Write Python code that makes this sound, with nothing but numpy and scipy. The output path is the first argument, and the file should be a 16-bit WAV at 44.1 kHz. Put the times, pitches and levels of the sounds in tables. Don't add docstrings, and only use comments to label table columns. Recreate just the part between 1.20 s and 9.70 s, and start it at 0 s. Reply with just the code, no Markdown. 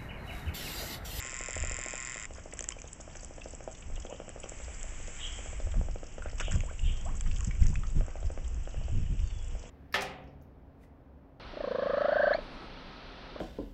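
import sys
import numpy as np
from scipy import signal
from scipy.fft import rfft, irfft
from scipy.io import wavfile
from scipy.ndimage import uniform_filter1d

SR = 44100
rng = np.random.default_rng(int(sys.argv[2]) if len(sys.argv) > 2 else 0)


def dump_mix(stems):
    frames = np.atleast_2d(stems).T
    limited = np.clip(frames, -1, 1)
    pcm = np.round(limited * 32767).astype(np.int16)
    wavfile.write(sys.argv[1], SR, pcm)


N = 374761
T = np.arange(N) / SR


# first t/s, last t/s, first level/dB, last level/dB, closing tap re stroke/dB
BILL_RUNS = [(0.051, 0.365, -40.5, -31.5, -12), (0.437, 0.736, -31, -35.5, -14),
             (0.958, 0.958, -39, -39, -12), (1.107, 1.409, -38, -40, -12), (1.566, 1.642, -42, -41, -12),
             (1.8, 2.108, -37.5, -42, -11), (2.181, 2.258, -35.5, -35.5, -13),
             (2.335, 2.476, -40, -33, -11), (2.7, 2.778, -41, -44, -12), (2.85, 3.0, -32.5, -33, -8),
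             (3.08, 3.24, -36, -36.5, -4), (3.319, 3.481, -38, -43, -12), (3.641, 3.88, -41.5, -43, -12),
             (4.189, 4.541, -39, -36, -14), (4.612, 4.831, -34.5, -35, -15),
             (4.981, 5.058, -34, -35.5, -15), (5.131, 5.281, -39, -33.5, -12),
             (5.359, 5.511, -36, -41, -12), (6.808, 7.175, -36.5, -35, -12), (7.474, 7.682, -35, -41, -13),
             (8.351, 8.438, -40.5, -44, -12)]
def strokes():
    pace_s, final_accent_db, scatter_db = 0.075, 2.5, 1.5
    for first, last, first_db, last_db, closing_db in BILL_RUNS:
        for u in np.linspace(0, 1, round((last - first) / pace_s) + 1):
            accent_db = final_accent_db * (u == 1) + scatter_db * rng.standard_normal()
            yield first + u * (last - first), first_db + u * (last_db - first_db) + accent_db, closing_db


# f/Hz, t60/s, relative level/dB
TROUGH_MODES = [(252, 0.034, -19), (379, 0.045, -14), (555, 0.021, -4.5), (584, 0.018, 0.5),
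                (682, 0.018, -9.5), (1195, 0.0075, 5.5), (1410, 0.007, -22), (2300, 0.0085, -5.5)]
def pecks():
    hz, t60, db = np.transpose(TROUGH_MODES)[:, :, None]
    out, t = np.zeros(N), span(0.05)
    attack = 1 - np.exp(-t / 0.00029)
    for at, level_db, closing_db in strokes():
        place, size = rng.standard_normal((2, *hz.shape))
        bright_db = 0.082 * (level_db + 26) - 9
        gain = amp(db + 2.5 * size + (hz > 1000) * bright_db)
        body = (gain * ring(t, hz * (1 + 0.038 * place), t60)).sum(axis=0)
        snap = band(rng.standard_normal(len(t)), 1600, 1300) * np.exp(-t / 0.0025)
        knock = body * attack + amp(bright_db) * snap
        knock *= amp(level_db + 4) / np.abs(knock).max()
        add(out, at + 0.00055, knock)
        closing_at = at + rng.uniform(0.008, 0.023)
        add(out, closing_at, amp(closing_db + 0.83 * rng.standard_normal()) * knock)
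    return high_pass(out, hz=192)


# f/Hz, t60/s, relative level/dB
BARREL_MODES = [(1070, 0.13, -33.5), (1470, 0.0099, -16.5), (1980, 0.0086, -14), (2100, 0.007, -12.5),
                (2420, 0.0076, -13), (2960, 0.004, -12.5), (3400, 0.032, -35.5), (3730, 0.036, -26),
                (4950, 0.0093, -11.5), (5220, 0.013, -15), (6840, 0.0046, -12), (7270, 0.0072, 1),
                (6990, 0.003, -8)]
def zoom_motor():
    steps, fast_steps = 133, 121
    step_s, slow_step_s, late_s = 0.007852, 0.00932, 0.0005
    softness_db = [0, 9, 14]
    hz, t60, db = np.transpose(BARREL_MODES)[:, :, None]
    out, t, drift = np.zeros(N), span(0.03), walk(5)
    push = 1 - np.exp(-t / 0.0005)
    treble = np.clip((hz - 2300) / 4500, 0, 1)
    for k, (force, edge, slip) in enumerate(rng.standard_normal((steps, 3))):
        slowing = max(k - fast_steps, 0) * (slow_step_s - step_s)
        at = 0.0004 + k * step_s + slowing + late_s * (k % 3 == 0)
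        at += 1.2e-4 * drift[int(at * SR)] + 1.2e-5 * slip
        limp = 0.5 + 0.5 * np.sin(np.pi * k / steps)
        dull_db = (limp * (softness_db[k % 3] - 9) + 9.5 + 0.5 * edge) * treble
        detune, size = rng.standard_normal((2, *hz.shape))
        modes = ring(t, hz + 9 * detune, t60) * amp(db - dull_db + 0.5 * size)
        scrape = amp(-6.5) * band(rng.standard_normal(len(t)) * np.exp(-t / 0.0034), 2090, 470)
        add(out, at, amp(0.37 * force) * push * (modes.sum(axis=0) + scrape))
    return amp(-20.5) * high_pass(out, hz=950)


def stray_droplets():
    per_s, level_db, centre_hz, body_db = 1.3, -44.5, 7200, -13
    chance = rng.random((round(per_s * N / SR), 2))
    return [(when * N / SR, level_db, centre_hz * 1.25 ** (pitch - 0.5), body_db)
            for when, pitch in chance]


# t/s, relative level/dB, ring f/Hz, body trim/dB
SHARP_TICKS = [(1.336, -34.5, 7860, -23), (1.3907, -29.5, 7400, -2), (1.4061, -27.5, 6370, -13),
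               (1.4238, -34, 7940, -8.5), (1.4406, -30.5, 6450, -15), (1.4875, -23, 7200, -13),
               (1.504, -38.5, 7020, 2), (1.5208, -35, 5200, -2), (1.6172, -35.5, 6300, -9.5),
               (1.7302, -35, 8000, -26), (2.0458, -35.5, 7940, -14), (3.0907, -38, 7850, -4),
               (3.2934, -35, 7630, -15), (3.629, -33, 7200, -14.5), (5.1992, -32, 7600, 5.5),
               (5.3199, -31.5, 7200, -4), (5.4047, -37.5, 6800, 4.5), (6.0079, -31.5, 7584, -5),
               (6.206, -34.5, 7060, -3.5), (6.246, -32.5, 7450, -19), (6.4672, -33.5, 5800, -21.5),
               (6.5545, -44.5, 5900, 12)]
def ticks():
    out, t = np.zeros(N), span(0.02)
    attack = 1 - np.exp(-t / 0.0005)
    decay = np.exp(-t / 0.0007) + 0.07 * np.exp(-t / 0.003)
    for at, db, hz, body_db in SHARP_TICKS + stray_droplets():
        crack = rng.standard_normal(len(t)) * attack * decay
        tip = amp(6) * unit(ring(t, hz, t60=0.0042)) + steep_band(crack, 6500, 3400)
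        body = amp(body_db - 2.5) * steep_band(crack, 2300, 2600)
        add(out, at + 0.00089, amp(db - 12) * (unit(tip) + body))
    return out


# t/s, relative level/dB, starting f/Hz
BUBBLES = [(1.5205, -39, 3030), (1.585, -42.5, 2400), (2.216, -37.5, 2650), (2.771, -45, 2840),
           (5.021, -36, 1395), (5.059, -40, 1520), (5.2058, -33, 2470), (5.5914, -35.5, 2780),
           (6.2087, -43, 1070), (6.309, -33.5, 2230), (6.4277, -37, 2070), (6.555, -34.5, 2590),
           (6.634, -35, 1250)]
def plops():
    out, t = np.zeros(N), span(0.03)
    attack = 1 - np.exp(-t / 0.0011)
    for at, db, hz in BUBBLES:
        crack = band(rng.standard_normal(len(t)) * np.exp(-t / 0.0022), hz, 1100)
        bubble = unit(ring(t, hz, t60=0.02, rise=0.069)) + amp(-5) * unit(crack)
        add(out, at + 0.00055, amp(db - 11.5) * bubble * attack)
    return out


# t/s, length/s, start f/Hz, end f/Hz, level/dB
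CARP_GULPS = [(2.879, .08, 426, 950, -50), (5.468, 0.06, 759, 2300, -55.5),
              (5.843, 0.081, 455, 1776, -48.5), (5.932, 0.04, 813, 1930, -61),
              (6.196, 0.088, 950, 1560, -73), (6.515, 0.042, 543, 1650, -58)]
def slurps():
    out, flutter = np.zeros(N), walk(350)
    for at, length, from_hz, to_hz, db in CARP_GULPS:
        u = span(length) / length
        wobble = flutter[int(at * SR):][:len(u)]
        hz = from_hz * (to_hz / from_hz) ** u * (1 + 0.03 * wobble)
        phase = 2 * np.pi * np.cumsum(hz) / SR
        note = np.sin(phase) + amp(-10) * np.sin(1.6 * phase)
        envelope = np.sin(np.pi * u ** 0.75) ** 2 * (1 + 0.35 * wobble)
        add(out, at, amp(db) * unit(note * envelope))
    return out


# t/s, length/s, relative level/dB, spray trim/dB
SPLASH_CUES = [(1.156, 0.04, -56, -36), (1.37, 0.017, -55, -5), (1.508, 0.019, -53.5, -6),
               (5.045, 0.058, -56.5, -28), (5.18, 0.01, -50, 1), (5.197, .02, -39.5, -10.5),
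               (5.31, 0.054, -45.5, -2), (6.06, 0.024, -54, -21), (6.111, 0.17, -52, -0.5),
               (6.404, 0.11, -57, 8), (6.804, .19, -62, -17)]
def splashes():
    out, t = np.zeros(N), span(0.015)
    for at, length, db, spray_db in SPLASH_CUES:
        shower = np.zeros(int(length * SR) + len(t))
        for when, pitch, size, kind in rng.random((70, 4)):
            is_spray = kind > 0.5
            hz = 5000 * 1.65 ** pitch if is_spray else 1050 * 3 ** pitch
            cycles = 16 if is_spray else 11
            grain = ring(t, hz, t60=cycles / hz) * (1 - np.exp(-2 * t * hz))
            grain_db = -3 * np.log(1 - size) + is_spray * (spray_db + 10)
            add(shower, length * when ** 1.2, grain * amp(grain_db))
        add(out, at, amp(db + max(spray_db, 0) / 2) * unit(shower))
    return out


# t/s, relative level/dB
FIZZ_RIDE = [(0, -53), (1.3, -56.5), (4.9, -56.5), (5.3, -57), (6.5, -58), (7, -61.5), (8, -62), (8.5, -57)]
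def fizz():
    out, t = np.zeros(N), span(0.015)
    for when, pitch, size in rng.random((600, 3)):
        burst = rng.standard_normal(len(t)) * t * np.exp(-t / 0.002)
        grain = band(burst, hz=1500 + 6500 * pitch ** 0.7, width_hz=890)
        add(out, when * N / SR, grain * amp(16 * size ** 2))
    return unit(out) * amp(curve(FIZZ_RIDE) - 0.5)


# t/s, length/s, start f/Hz, end f/Hz, warble depth/share of pitch, relative level/dB
BIRD_CALLS = [(2.891, 0.042, 3040, 2850, 0.1, -54), (3.993, 0.07, 3240, 3070, 0.11, -39.5),
              (5.208, 0.0844, 3135, 2946, 0.16, -44.5), (5.62, 0.095, 3086, 3060, 0.116, -46),
              (8.03, 0.2, 3610, 3260, 0.013, -60.5), (8.035, 0.095, 4620, 4400, .012, -56),
              (8.345, 0.14, 3410, 3380, .01, -69)]
def birds():
    calls, warble = np.zeros(N), walk(500)
    for at, length, from_hz, to_hz, depth, db in BIRD_CALLS:
        u = span(length) / length
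        hz = (from_hz + (to_hz - from_hz) * u) * (1 + depth * warble[int(at * SR):][:len(u)])
        whistle = np.sin(2 * np.pi * np.cumsum(hz) / SR)
        add(calls, at, amp(db) * whistle * np.sin(np.pi * u) ** 0.5)
    near = echo(calls, t60=0.18)
    far = echo(band(calls, 3120, 450), t60=0.66)
    return amp(-2) * calls + amp(0.5) * near + amp(3.5) * far


# t/s, relative level/dB
BREEZE_RIDE = [(0, -49), (0.8, -50), (1.2, -49.5), (2.5, -49.5), (3.2, -46.5), (3.75, -39.5), (4.25, -42),
               (4.66, -32.5), (4.88, -45), (5.12, -34), (5.53, -37), (5.8, -33.5), (6.68, -30),
               (6.94, -39.5), (7.35, -35.5), (7.66, -36.5), (7.98, -32.5), (8.36, -37.5), (8.5, -51)]
# peak t/s, length/s, relative rumble level/dB, buffeting level/dB
GUSTS = [(0.42, 0.2, -35, -48.5), (2.72, 0.17, -34.5, -54), (4.452, 0.034, -25, -51),
         (4.579, 0.063, -25.5, -32.5), (5.343, 0.068, -29, -28), (5.656, 0.13, -24.5, -38.5),
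         (6.07, 0.1, -26, -42), (6.281, 0.024, -29, -29), (6.43, 0.072, -17, -30), (6.5, 0.052, -44, -31),
         (6.578, 0.047, -28, -35.5), (6.775, 0.072, -21, -28.5), (7.054, 0.065, -28, -49),
         (7.578, 0.056, -32, -38.5), (7.757, 0.13, -27.5, -30), (7.913, 0.067, -28.5, -33.5),
         (8.012, 0.063, -24, -39.5)]
# f/Hz, gain/dB
RUMBLE_EQ = [(8, -21), (20, 8), (35, -1), (60, -5), (85, -10), (130, -43), (300, -61.5)]
# f/Hz, gain/dB
BUFFET_EQ = [(45, -17), (85, -0.5), (120, -2), (170, -9), (250, -20.5), (400, -32.5), (900, -54.5)]
def wind():
    lull_db, growth_db_per_db, attack_share = -57, 2.1, 0.33
    breeze_db = curve(BREEZE_RIDE) + 2 * walk(16)
    rumble = amp(breeze_db)
    buffeting = np.hypot(amp(lull_db), amp(-41 + growth_db_per_db * (breeze_db + 30)))
    for at, length, rumble_db, buffet_db in GUSTS:
        width = length * np.where(T < at, attack_share, 1 - attack_share)
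        swell = np.exp(-((T - at) / width) ** 2)
        rumble = np.hypot(rumble, amp(rumble_db) * swell)
        buffeting = np.hypot(buffeting, amp(buffet_db) * swell)
    low_end = amp(2.5) * rumble * turbulence(RUMBLE_EQ, steady_s=0.065)
    return low_end + buffeting * turbulence(BUFFET_EQ, steady_s=0.044)


def turbulence(eq, steady_s):
    x = colour(noise(), eq)
    return x / np.sqrt(uniform_filter1d(x ** 2, int(steady_s * SR)) + 1e-12)


# f/Hz, gain/dB
AIR_EQ = [(30, -3.5), (150, 12.5), (300, 10.5), (400, 7), (490, 2.5), (620, 7), (1000, 1), (2000, -4.5),
          (2900, -5), (3600, -14.5), (5500, -1), (8000, -9.5)]
# f/Hz, gain/dB
HISS_EQ = [(300, -2.5), (1200, -3), (2300, 3), (3300, -4.5), (5500, -5.5), (6700, 0), (7700, 6), (8500, -5)]
# t/s, relative level/dB
HISS_RIDE = [(1.1, -56), (3.22, -56), (3.32, -46.5), (3.85, -44.5), (4.05, -41.5), (4.31, -43.5),
             (4.42, -49.5), (4.8, -58), (5.5, -51), (6.6, -57), (7.1, -61.5), (8.5, -58)]
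# t/s, level/dB
LEAVES_RIDE = [(0, -79), (6.3, -67.5), (7.2, -73), (7.7, -62), (8.1, -66), (8.5, -67.5)]
def park():
    air = unit(colour(noise(), AIR_EQ)) * amp(-55 + walk(6))
    hum = steep_band(noise(), 485, 37) * amp(-67.5 + 2 * walk(2.2))
    hiss = unit(colour(noise(), HISS_EQ)) * amp(curve(HISS_RIDE) - 4)
    leaves = steep_band(noise(), 2810, 700) * amp(curve(LEAVES_RIDE) + 2 * walk(9))
    return air + hum + hiss + leaves


def amp(db):
    return 10 ** (np.asarray(db) / 20)


def unit(x):
    return x / np.sqrt(np.mean(x ** 2))


def curve(rows):
    return np.interp(T, *np.transpose(rows))


def span(seconds):
    return np.arange(int(seconds * SR)) / SR


def add(out, at, x):
    i = int(np.clip(at * SR, 0, N - 1))
    out[i:i + len(x)] += x[:N - i]


def colour(x, points):
    size = 16384
    hz, db = np.transpose(points)
    f = np.maximum(np.fft.rfftfreq(size, 1 / SR), 1)
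    gain = amp(np.interp(np.log(f), np.log(hz), db))
    cepstrum = irfft(np.log(gain))
    cepstrum[1:size // 2] *= 2
    cepstrum[size // 2 + 1:] = 0
    impulse = irfft(np.exp(rfft(cepstrum)))[:size // 2]
    return signal.fftconvolve(x, impulse)[:len(x)]


def band(x, hz, width_hz):
    return signal.lfilter(*signal.iirpeak(hz, hz / width_hz, fs=SR), x)


def steep_band(x, hz, width_hz):
    return unit(band(band(x, hz, width_hz), hz, width_hz))


def high_pass(x, hz):
    return signal.sosfilt(signal.butter(4, hz, "high", fs=SR, output="sos"), x)


def noise():
    return rng.standard_normal(N)


def walk(per_s):
    hold = int(SR / per_s)
    stairs = np.repeat(noise()[:N // hold + 1], hold)
    return unit(uniform_filter1d(uniform_filter1d(stairs, hold), hold)[:N])


def ring(t, hz, t60, rise=0):
    return np.sin(2 * np.pi * hz * t * (1 + rise * t / t60 / 2)) * np.exp(-np.log(1000) * t / t60)


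def echo(x, t60):
    t = span(1)
    tail = rng.standard_normal(len(t)) * np.exp(-np.log(1000) * t / t60)
    return signal.fftconvolve(x, tail / np.sqrt(np.sum(tail ** 2)))[:N]


def scene():
    pond = pecks() + plops() + slurps() + splashes() + fizz()
    snaps = ticks()
    bank = amp(-8) * echo(pond + amp(-15) * snaps, t60=0.23)
    return (pond + snaps + bank + zoom_motor() + birds() + wind() + park())[None]


# f/Hz, gain/dB
MIC_EQ = [(20, -1.5), (3200, 0.5), (3700, -7), (4200, -16), (4700, -9), (5200, -5), (7900, 2),
          (8300, -11.5), (8650, -42.5), (9200, -36)]
def record(dry):
    high_cut = signal.ellip(8, 0.2, 70, 9200, fs=SR, output="sos")
    return signal.sosfilt(high_cut, colour(dry[0], MIC_EQ))[None]


dry = scene()
out = record(dry)
dump_mix(out)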